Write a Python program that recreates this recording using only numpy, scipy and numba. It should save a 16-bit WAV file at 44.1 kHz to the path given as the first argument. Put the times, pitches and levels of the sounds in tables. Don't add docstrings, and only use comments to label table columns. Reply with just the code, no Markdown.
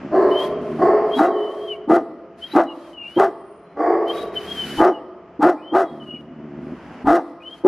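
import sys
import numpy as np
from scipy import signal
from scipy.fft import rfft, irfft, next_fast_len
from scipy.io import wavfile
from scipy.ndimage import uniform_filter1d, minimum_filter1d
from numba import njit

SR = 44100
rng = np.random.default_rng(int(sys.argv[2]) if len(sys.argv) > 2 else 0)


def volts_from_decibels(level):
    exponent = np.asarray(level, float) / 20
    return 10 ** exponent


def dump(signal):
    limited = np.clip(np.atleast_2d(signal).T, -1, 1)
    pcm = np.round(limited * 32767).astype(np.int16)
    wavfile.write(sys.argv[1], SR, pcm)


N = 338247
TIME = np.arange(N) / SR

# start_s, hold_s (until the release), early_pitch_hz, top_pitch_hz, level_db
NEAR_BARKS = [
    (1.162, .1, 290, 355, -14),
    (1.878, 0.087, 310.3, 365, -12),
    (2.532, .075, 320.9, 360, -11),
    (3.164, .085, 369.9, 400, -12),
    (4.772, 0.11, 320, 385.3, -11.5),
    (5.396, .1, 300.4, 377.2, -12),
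    (5.718, .1, 369.7, 385, -13.5),
    (7.046, 0.12, 270, 365, -12),
    (7.641, 0.061, 382.3, 400, -9.5),
]
# pitch_hz, side_minus_mid_db
SIDE_WIDTH = [(60, -14), (200, -23.5), (500, -23.5), (1000, -17), (2000, -13.5), (3200, -7), (5000, -4),
              (9000, 1), (13000, -5.5)]


def unit_rms(x):
    return x / np.sqrt(np.mean(x ** 2) + 1e-20)


def at_hz(points, hz):
    table_hz, values = np.array(points)[:, 0], np.array(points)[:, 1]
    return np.interp(np.log(hz + 1), np.log(table_hz), values)


def colour(x, spectrum):
    size = next_fast_len(N)
    gain = volts_from_decibels(at_hz(spectrum, np.fft.rfftfreq(size, 1 / SR)))
    return irfft(rfft(x, size) * gain, size)[..., :N]


def filtered(x, order, hz, kind="low"):
    return signal.sosfilt(signal.butter(order, hz, kind, fs=SR, output="sos"), x)


def calls(tables, fade_s):
    times, *columns = np.concatenate(tables).T
    gate = sum((TIME >= c[0][0]) & (TIME <= c[-1][0]) for c in tables).clip(0, 1)
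    gate = uniform_filter1d(gate * 1.0, max(int(fade_s * SR), 1))
    times = np.maximum.accumulate(times)
    return [gate] + [np.interp(TIME, times, c) for c in columns]


def drift(rate_hz):
    r = np.exp(-2 * np.pi * rate_hz / SR)
    wander = signal.lfilter([1], [1, -2 * r, r * r], rng.standard_normal(N + SR))
    return unit_rms(wander[SR:])


def evened(x, span_s):
    power = uniform_filter1d(x ** 2, int(span_s * SR)).clip(0)
    return x / np.sqrt(power + 1e-3 * np.mean(x ** 2))


@njit
def ring(x, hz, width_hz, rate):
    out, r = np.zeros(len(x)), np.exp(-np.pi * width_hz / rate)
    for i in range(2, len(x)):
        push = (1 - r * r) / 2 * (x[i] - x[i - 2])
        out[i] = push + 2 * r * np.cos(2 * np.pi * hz[i] / rate) * out[i - 1] - r * r * out[i - 2]
    return out


def throat(x, modes, stretch=1):
    total = 0
    for k, (hz, width_hz, db) in enumerate(modes):
        total = total + (-1) ** k * volts_from_decibels(db) * ring(x, np.full(N, float(hz)) * stretch, width_hz, SR)
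    return total


def folds(pitch_hz, hoarse, jitter, uneven_db):
    phase = np.cumsum(pitch_hz * (1 + jitter * hoarse * drift(70))) / SR
    closing = np.diff(np.floor(phase), prepend=0) > 0
    strong_weak = 1 - 0.88 * hoarse * (np.floor(phase) % 2)
    clicks = closing * strong_weak * volts_from_decibels(uneven_db * hoarse * rng.standard_normal(N))
    leak = rng.standard_normal(N) * np.sin(np.pi * phase) ** 2
    return phase, unit_rms(clicks) + 2.13 * hoarse * leak


def since_bark():
    starts = np.array([-9.0] + [bark[0] for bark in NEAR_BARKS])
    return TIME - starts[np.searchsorted(starts, TIME, "right") - 1]


def left_right(mid_side):
    mid, side = mid_side
    return np.array([mid + side, mid - side])


def leaning(x, lean):
    left = colour(x[0], np.array(lean) * [1, .5])
    right = colour(x[-1], np.array(lean) * [1, -.5])
    return np.array([left, right])


def murmur():
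    # pitch_hz, level_db (per Hz)
    hall_air = [(25, -33.5), (70, -8.5), (130, -13.5), (180, -2), (300, -5.5), (450, -9.5), (1200, -13),
                (3000, -18.5), (3800, -32), (5000, -28.5), (7000, -37.5), (12000, -67)]
    low_db, high_db = -40, -64
    duck_db, recover_db_per_s, high_follows = -17, 13.5, 1.4
    pressed_db = np.minimum(duck_db + recover_db_per_s * since_bark(), 0)
    pressed_db = uniform_filter1d(pressed_db, int(0.035 * SR))
    low_db, high_db = low_db + pressed_db, high_db + high_follows * pressed_db
    mid, side = colour(rng.standard_normal((2, N)), hall_air)
    air = np.array([mid, colour(side, SIDE_WIDTH)])
    low, high = filtered(air, 2, 1200, "low"), filtered(air, 2, 1200, "high")
    return volts_from_decibels(low_db + 0.5) * low / np.std(low[0]) - volts_from_decibels(high_db + 9) * high / np.std(high[0])


def hall(x):
    # pitch_hz, time_s
    echo_time = [(60, 2.18), (300, 1.27), (700, 1.675), (1500, 0.89), (3000, 1.34), (6000, 0.71),
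                 (12000, 0.65)]
    # pitch_hz, level_db
    standing_waves = [(340, -20), (366, -25.5), (418, -27), (655, -27.5), (676, -33), (1055, -26.5),
                      (1228, -40)]
    t = np.arange(2 * SR) / SR
    waves = sum(volts_from_decibels(db) * np.sin(2 * np.pi * hz * t) for hz, db in standing_waves)
    air = rng.standard_normal((2, len(t))) + waves * [[1], [0]]
    tail = 0
    for hz in 63.03 * 2 ** np.arange(8):
        octave = filtered(air, 2, [hz / np.sqrt(2), hz * np.sqrt(2)], "band")
        tail = tail + octave * volts_from_decibels(-60 * t / at_hz(echo_time, hz))
    tail = tail * (1 - np.exp(-t / 0.0011))
    tail = tail / np.sqrt(np.sum(tail[0] ** 2))
    mid, side = signal.fftconvolve(x[None], tail, axes=1)[:, :N]
    return np.array([mid, colour(side, SIDE_WIDTH)])


def note_phrases(slides, scoops=()):
    edge_db, squareness, link_s = -17.5, 1.85, .11
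    u = np.linspace(0, 1, num=15)
    rows = [(row, u) for row in slides] + [(row, 1 - (2 * u - 1) ** 2) for row in scoops]
    points = []
    for (s, length, a, b, db), path in sorted(rows, key=lambda r: r[0][0]):
        swell_db = db + edge_db * np.abs(2 * u - 1) ** squareness
        points.append(np.transpose([s + length * u, a + (b - a) * path, swell_db]))
    points = np.concatenate(points)
    return np.split(points, np.flatnonzero(np.diff(points[:, 0]) > link_s) + 1)


def whistle(phrases, flutter_db, waver):
    gate, hz, level_db = calls(phrases, fade_s=.015)
    hz = uniform_filter1d(hz, int(0.021 * SR))
    angle = 2 * np.pi * np.cumsum(hz * (1 + waver * drift(49))) / SR
    tone = np.sin(angle) + volts_from_decibels(-48) * np.sin(2 * angle)
    return gate * np.sqrt(2) * volts_from_decibels(level_db + flutter_db * drift(56)) * tone


def squeaks():
    # start_s, length_s, first_hz, last_hz, level_db
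    squeak_notes = [
        (.7, 0.19, 4500, 4140, -66.5),
        (3.26, 0.059, 9100, 9200, -69),
        (3.37, 0.044, 8824, 9060, -68),
        (3.43, 0.081, 9340, 9440, -67.5),
        (3.58, 0.12, 4057, 4100, -74),
    ]
    return whistle(note_phrases(squeak_notes), 2.5, 0.0058)


def far_points(s, hold_s, top_hz, db, stretch):
    attack_s, release_s = .035, .065
    times = s + np.cumsum([0, attack_s, hold_s, release_s, release_s])
    pitch_hz = top_hz * np.array([.73, .8, 1.0, 1.0, .8])
    level_db = db + np.array([-16.5, 0, 0, -12, -24])
    return np.transpose([times, pitch_hz, level_db, stretch + 0 * times])


def far_dog():
    # start_s, hold_s, top_pitch_hz, level_db (at the dog), stretch (of the throat pitches, a ratio)
    far_barks = [
        (.11, .075, 420, -11, 0.95),
        (0.784, .07, 424, -11, 1.019),
        (1.19, .07, 420, -18, 1.02),
        (3.764, .12, 396.1, -16, 1.06),
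    ]
    # pitch_hz, width_hz, level_db
    far_throat = [(310, 69.4, -7), (412.5, 48.5, 1), (567, 56.7, -7.5), (650, 24.1, 4), (735, 89.6, -3.5),
                  (1079.5, 49, -7.5), (1270, 216, -19.5), (1850, 323, -25.5), (2430, 120, -62),
                  (3100, 310, -50.5), (4470, 540, -49)]
    gate, pitch_hz, level_db, stretch = calls([far_points(*row) for row in far_barks], fade_s=.015)
    phase, source = folds(pitch_hz, hoarse=.6, jitter=.12, uneven_db=10.0)
    dull = filtered(throat(source, far_throat, stretch), 2, 6000)
    base = volts_from_decibels(-5.5) * np.sin(2 * np.pi * phase)
    return gate * volts_from_decibels(level_db) * (evened(dull, 0.043) + base)


def pant():
    # start_s, length_s, early_db (relative to the top), top_db
    breaths = [(0.294, 0.16, -11.5, -45), (0.618, 0.24, -6, -58.5), (1.063, .125, -24, -43.5),
               (1.337, .38, -10, -57), (2.384, 0.17, -14.5, -49), (2.707, 0.2, -8.5, -59.5),
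               (3.032, 0.17, -15.5, -51), (4.081, .15, -2, -48.5), (4.343, .46, -8, -42.5),
               (5.9, 0.31, 2.5, -71.5), (6.616, 0.7, -2, -70.5), (7.425, 0.16, -9, -62)]
    # pitch_hz, level_db (per Hz)
    breath_air = [(1500, 1), (2200, -3), (3800, -8.5), (4700, -9.5), (6000, -15), (7500, -19.5),
                  (9000, -20), (10800, -15.5), (12500, -22), (14000, -25.5), (15000, -71)]
    rise_s, fall_s, start_db, end_db = 0.017, 0.09, -11, -20.5
    tables = []
    for s, length, early, db in breaths:
        tables.append([(s - rise_s, db + early + start_db), (s, db + early),
                       (s + length, db), (s + length + fall_s, db + end_db)])
    gate, level_db = calls(tables, fade_s=0.046)
    air = colour(rng.standard_normal((2, N)), [(500, -31)] + breath_air)
    dull = filtered(air, 8, 11800)
    mid, side = dull + np.clip((level_db + 59.5) / 12, 0, 1) * (air - dull)
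    unsteady_db = 1.0 * drift(25) + .7 * drift(6)
    air = np.array([mid, volts_from_decibels(-0.5) * colour(side, SIDE_WIDTH)]) / np.std(mid)
    return gate * volts_from_decibels(level_db + 4.5 + unsteady_db) * air


def whine():
    # start_s, length_s, first_hz, last_hz, level_db
    slides = [(.31, 0.15, 2982, 3297, -28), (1.11, .075, 3154, 3278, -30.5), (1.67, .085, 3233, 2752, -30),
              (2.41, .07, 3016, 3236, -35.5), (2.665, 0.074, 2943, 2830, -39.5),
              (3.13, 0.067, 3070, 3220, -41), (4.065, 0.069, 2995, 3270, -33), (4.15, .07, 3355, 3450, -51),
              (4.35, .05, 3090, 2970, -27.5), (4.4, 0.055, 2990, 3127, -39.5),
              (4.47, .075, 3190, 3250, -31.5), (4.55, .115, 3180, 2950, -24.5),
              (4.68, 0.072, 3000, 3000, -37), (4.75, 0.072, 2975, 3090, -35.5),
              (4.91, .09, 3030, 2810, -46.5), (5.62, .14, 2935, 3267, -43), (5.79, 0.21, 3374, 3200, -58.5),
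              (5.98, .08, 2990, 2980, -47), (6.06, .15, 2893, 2895, -35), (6.21, 0.27, 2887, 3030, -69),
              (7.43, 0.08, 2844, 3197, -36.5), (7.5, 0.057, 3160, 3245, -36.5)]
    # start_s, length_s, edge_hz, middle_hz, level_db
    scoops = [
        (1.31, 0.25, 3180, 3003, -41.5),
        (2.761, .17, 2950, 3223, -60.5),
        (2.927, 0.23, 3090, 2784, -35.5),
    ]
    # start_s, length_s, first_hz, last_hz, level_db
    upper_notes = [
        (.36, .11, 3800, 3740, -54.5),
        (1.14, 0.1, 3890, 3880, -45),
        (1.22, 0.076, 3860, 3827, -60),
        (2.46, 0.054, 3880, 3830, -52.5),
        (2.5, 0.048, 3880, 4010, -43),
        (4.12, 0.15, 3785, 3854, -44),
        (5.83, .12, 3930, 3690, -67.5),
    ]
    # start_s, length_s, first_hz, last_hz, level_db
    lower_notes = [
        (1.24, .05, 2800, 2750, -49),
        (1.71, .06, 2360, 2310, -50),
        (2.98, .13, 2400, 2440, -49.5),
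        (6.11, .1, 2430, 2430, -54.5),
        (5.57, .07, 2426, 2550, -58),
        (7.4, 0.04, 2397, 2620, -51.5),
    ]
    main = whistle(note_phrases(slides, scoops), 3.02, 0.0067)
    upper = whistle(note_phrases(upper_notes), 4.6, 0.0019)
    lower = whistle(note_phrases(lower_notes), 4.0, .03)
    return main + upper + lower


def growl():
    # start_s, length_s, pulses_per_s, first_db, last_db
    growls = [
        (0.0, .43, 70.6, -35, -45.5),
        (0.444, 0.41, 76, -42, -30.5),
        (4.305, .46, 70, -59.5, -34),
        (5.896, .45, 76.3, -41.5, -44),
        (6.359, .385, 74, -41, -34.5),
        (6.814, 0.32, 80, -61, -45),
    ]
    # pitch_hz, width_hz, level_db
    chest = [(70.6, 26, -21.5), (167.8, 54, -3), (254.6, 26, 5.5), (353, 32.3, 0), (640, 43, -10.5),
             (1400, 410, -24.5), (2090, 200, -24.5)]
    stop_s, stop_db = 0.0037, 2.5
    tables = [[(s, rate, first), (s + length, rate, last), (s + length + stop_s, rate, last + stop_db)]
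              for s, length, rate, first, last in growls]
    gate, pulses_per_s, level_db = calls(tables, fade_s=0.02)
    phase, source = folds(pulses_per_s, hoarse=.2, jitter=.4, uneven_db=12)
    soft = filtered(source, 2, 900)
    throb = volts_from_decibels(1.5 * np.sin(2 * np.pi * 5.8 * TIME + 2.0 * drift(3.8)))
    return gate * volts_from_decibels(level_db + 3.0) * evened(throat(soft, chest) * throb, 0.1)


def puffs():
    # start_s, level_db
    air_puffs = [
        (.8, -53),
        (1.19, -52),
        (1.889, -57),
        (3.19, -45),
        (4.78, -34),
        (5.41, -53),
        (7.05, -30),
    ]
    hold_s, fade_s, sag_db, end_db = .055, 0.033, -6, -23.5
    tables = [[(s, db), (s + hold_s, db + sag_db), (s + hold_s + fade_s, db + end_db)] for s, db in air_puffs]
    gate, level_db = calls(tables, fade_s=0.024)
    low = filtered(rng.standard_normal(N), 3, [18, 125], "band")
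    return gate * volts_from_decibels(level_db) * evened(low, 0.18)


def snap():
    start_s, level_db, decay_s = 7.8, -31, 0.006
    after = TIME - start_s
    burst = rng.standard_normal(N) * (after > 0) * np.exp(-after.clip(0) / decay_s)
    mouth_hz = np.full(N, 2800.0)
    return volts_from_decibels(level_db) * 8.5 * ring(ring(burst, mouth_hz, 1500.0, SR), mouth_hz, 700.0, SR)


def bark_points(s, hold_s, early_hz, top_hz, db):
    attack_s, release_s = .033, .07
    times = s + np.cumsum([0, attack_s, hold_s - attack_s, release_s])
    pitch_hz = [.92 * early_hz, early_hz, top_hz, .68 * top_hz]
    base_db = (-13, -1, -3.5, -29.5)
    mouth_db = (-28.5, -0.5, -7.5, -39.5)
    upper_db = (-42.5, -7.5, -13, -43)
    return np.transpose([times, pitch_hz, *(db + np.array([base_db, mouth_db, upper_db]))])


def near_dog():
    # pitch_hz, width_hz, level_db
    upper_hollows = [(998, 82, -13.5), (1232, 54.6, 6), (1407, 62.5, 1.5), (1575, 272, -8),
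                     (2015, 50.5, -8)]
    # pitch_hz, level_db (per Hz)
    rasp_air = [(2200, -4), (2800, 1.5), (3300, -8), (4000, -28.5), (5100, -4.5), (6200, -18), (8000, -23),
                (11000, -24), (12500, -41.5), (15000, -65.5)]
    after = since_bark()
    barking = after < 1 / 4
    gate, pitch_hz, base_db, mouth_db, upper_db = calls([bark_points(*row) for row in NEAR_BARKS], fade_s=0.011)
    mouth_db = np.maximum(mouth_db, np.interp(TIME - .018, TIME, mouth_db))
    onset = np.where(barking, np.exp(-(after / 0.041) ** 2), 1)
    phase, source = folds(pitch_hz, hoarse=.4 + .4 * onset, jitter=.1, uneven_db=16.5)

    ragged = volts_from_decibels((3.0 + 6.1 * onset) * drift(71))
    tone = np.cos(2 * np.pi * phase - .9) + 0.24 * np.cos(3 * np.pi * phase)
    base = -np.sqrt(2) * tone * ragged * volts_from_decibels(base_db)

    mouth_hz = 690 + 170 * onset
    mouth = ring(ring(source, mouth_hz, 200.0, SR), mouth_hz, 150.0, SR)
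    mouth = mouth + (1 - onset) * throat(source, [(681.7, 7.9, 4.3)])

    rasp = unit_rms(colour(rng.standard_normal(N), rasp_air)) * (0.24 + np.sin(np.pi * phase) ** 2)
    bright = colour(rng.standard_normal(N), [(3000, -21), (4500, -1.5), (6500, 2), (9000, -21)])
    late = ring(bright, 5000 + 4000 * np.minimum(after, .2), 500.0, SR)
    late = np.clip(after / 0.12, 0, 1) ** 2 * barking * late
    rasp = (1 - 0.69 * onset) * rasp + volts_from_decibels(11.5) * late

    upper = evened(throat(source, upper_hollows), .012) + volts_from_decibels(-25.0) * rasp
    body = volts_from_decibels(mouth_db) * evened(mouth, 0.012) + volts_from_decibels(upper_db) * upper
    return gate * filtered(base - body, 3, 150, "high")


def scene():
    # pitch_hz, left_minus_right_db
    near_lean = [(300, 0.5), (700, 0.44), (1400, 1.55), (3000, 3.5), (9000, -2)]
    pant_lean = [(1500, -0.5), (3000, 3), (4500, 2.5), (8000, -3), (11000, -3.5), (13500, 0)]
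    near, far, low, thin = near_dog(), far_dog(), growl(), whine()
    ducked = volts_from_decibels(-11 * np.exp(-since_bark() / 0.11))
    ducked = uniform_filter1d(ducked, int(0.03 * SR), origin=int(.015 * SR))
    older = hall(volts_from_decibels(-2.5) * far + volts_from_decibels(-13.5) * low + volts_from_decibels(-14) * thin + squeaks())
    echo = ducked * older + volts_from_decibels(-19) * hall(near)
    background = left_right(echo + murmur()) + volts_from_decibels(-4.5) * far
    panting = leaning(left_right(pant()) + thin, pant_lean)
    barking = leaning([near + snap()], near_lean) + low + puffs()
    return background + panting + barking


def roll_off(x):
    return signal.sosfilt(signal.butter(12, 14800, fs=SR, output="sos"), x)


def record(dry):
    ceiling, span = .9, int(0.005 * SR)
    peak = np.abs(dry).max(axis=0) + 1e-9
    room_left = minimum_filter1d(np.minimum(1, ceiling / peak), 2 * span)
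    mix = dry * uniform_filter1d(room_left, span)
    return roll_off(mix)


dry = scene()
out = record(dry)
dump(out)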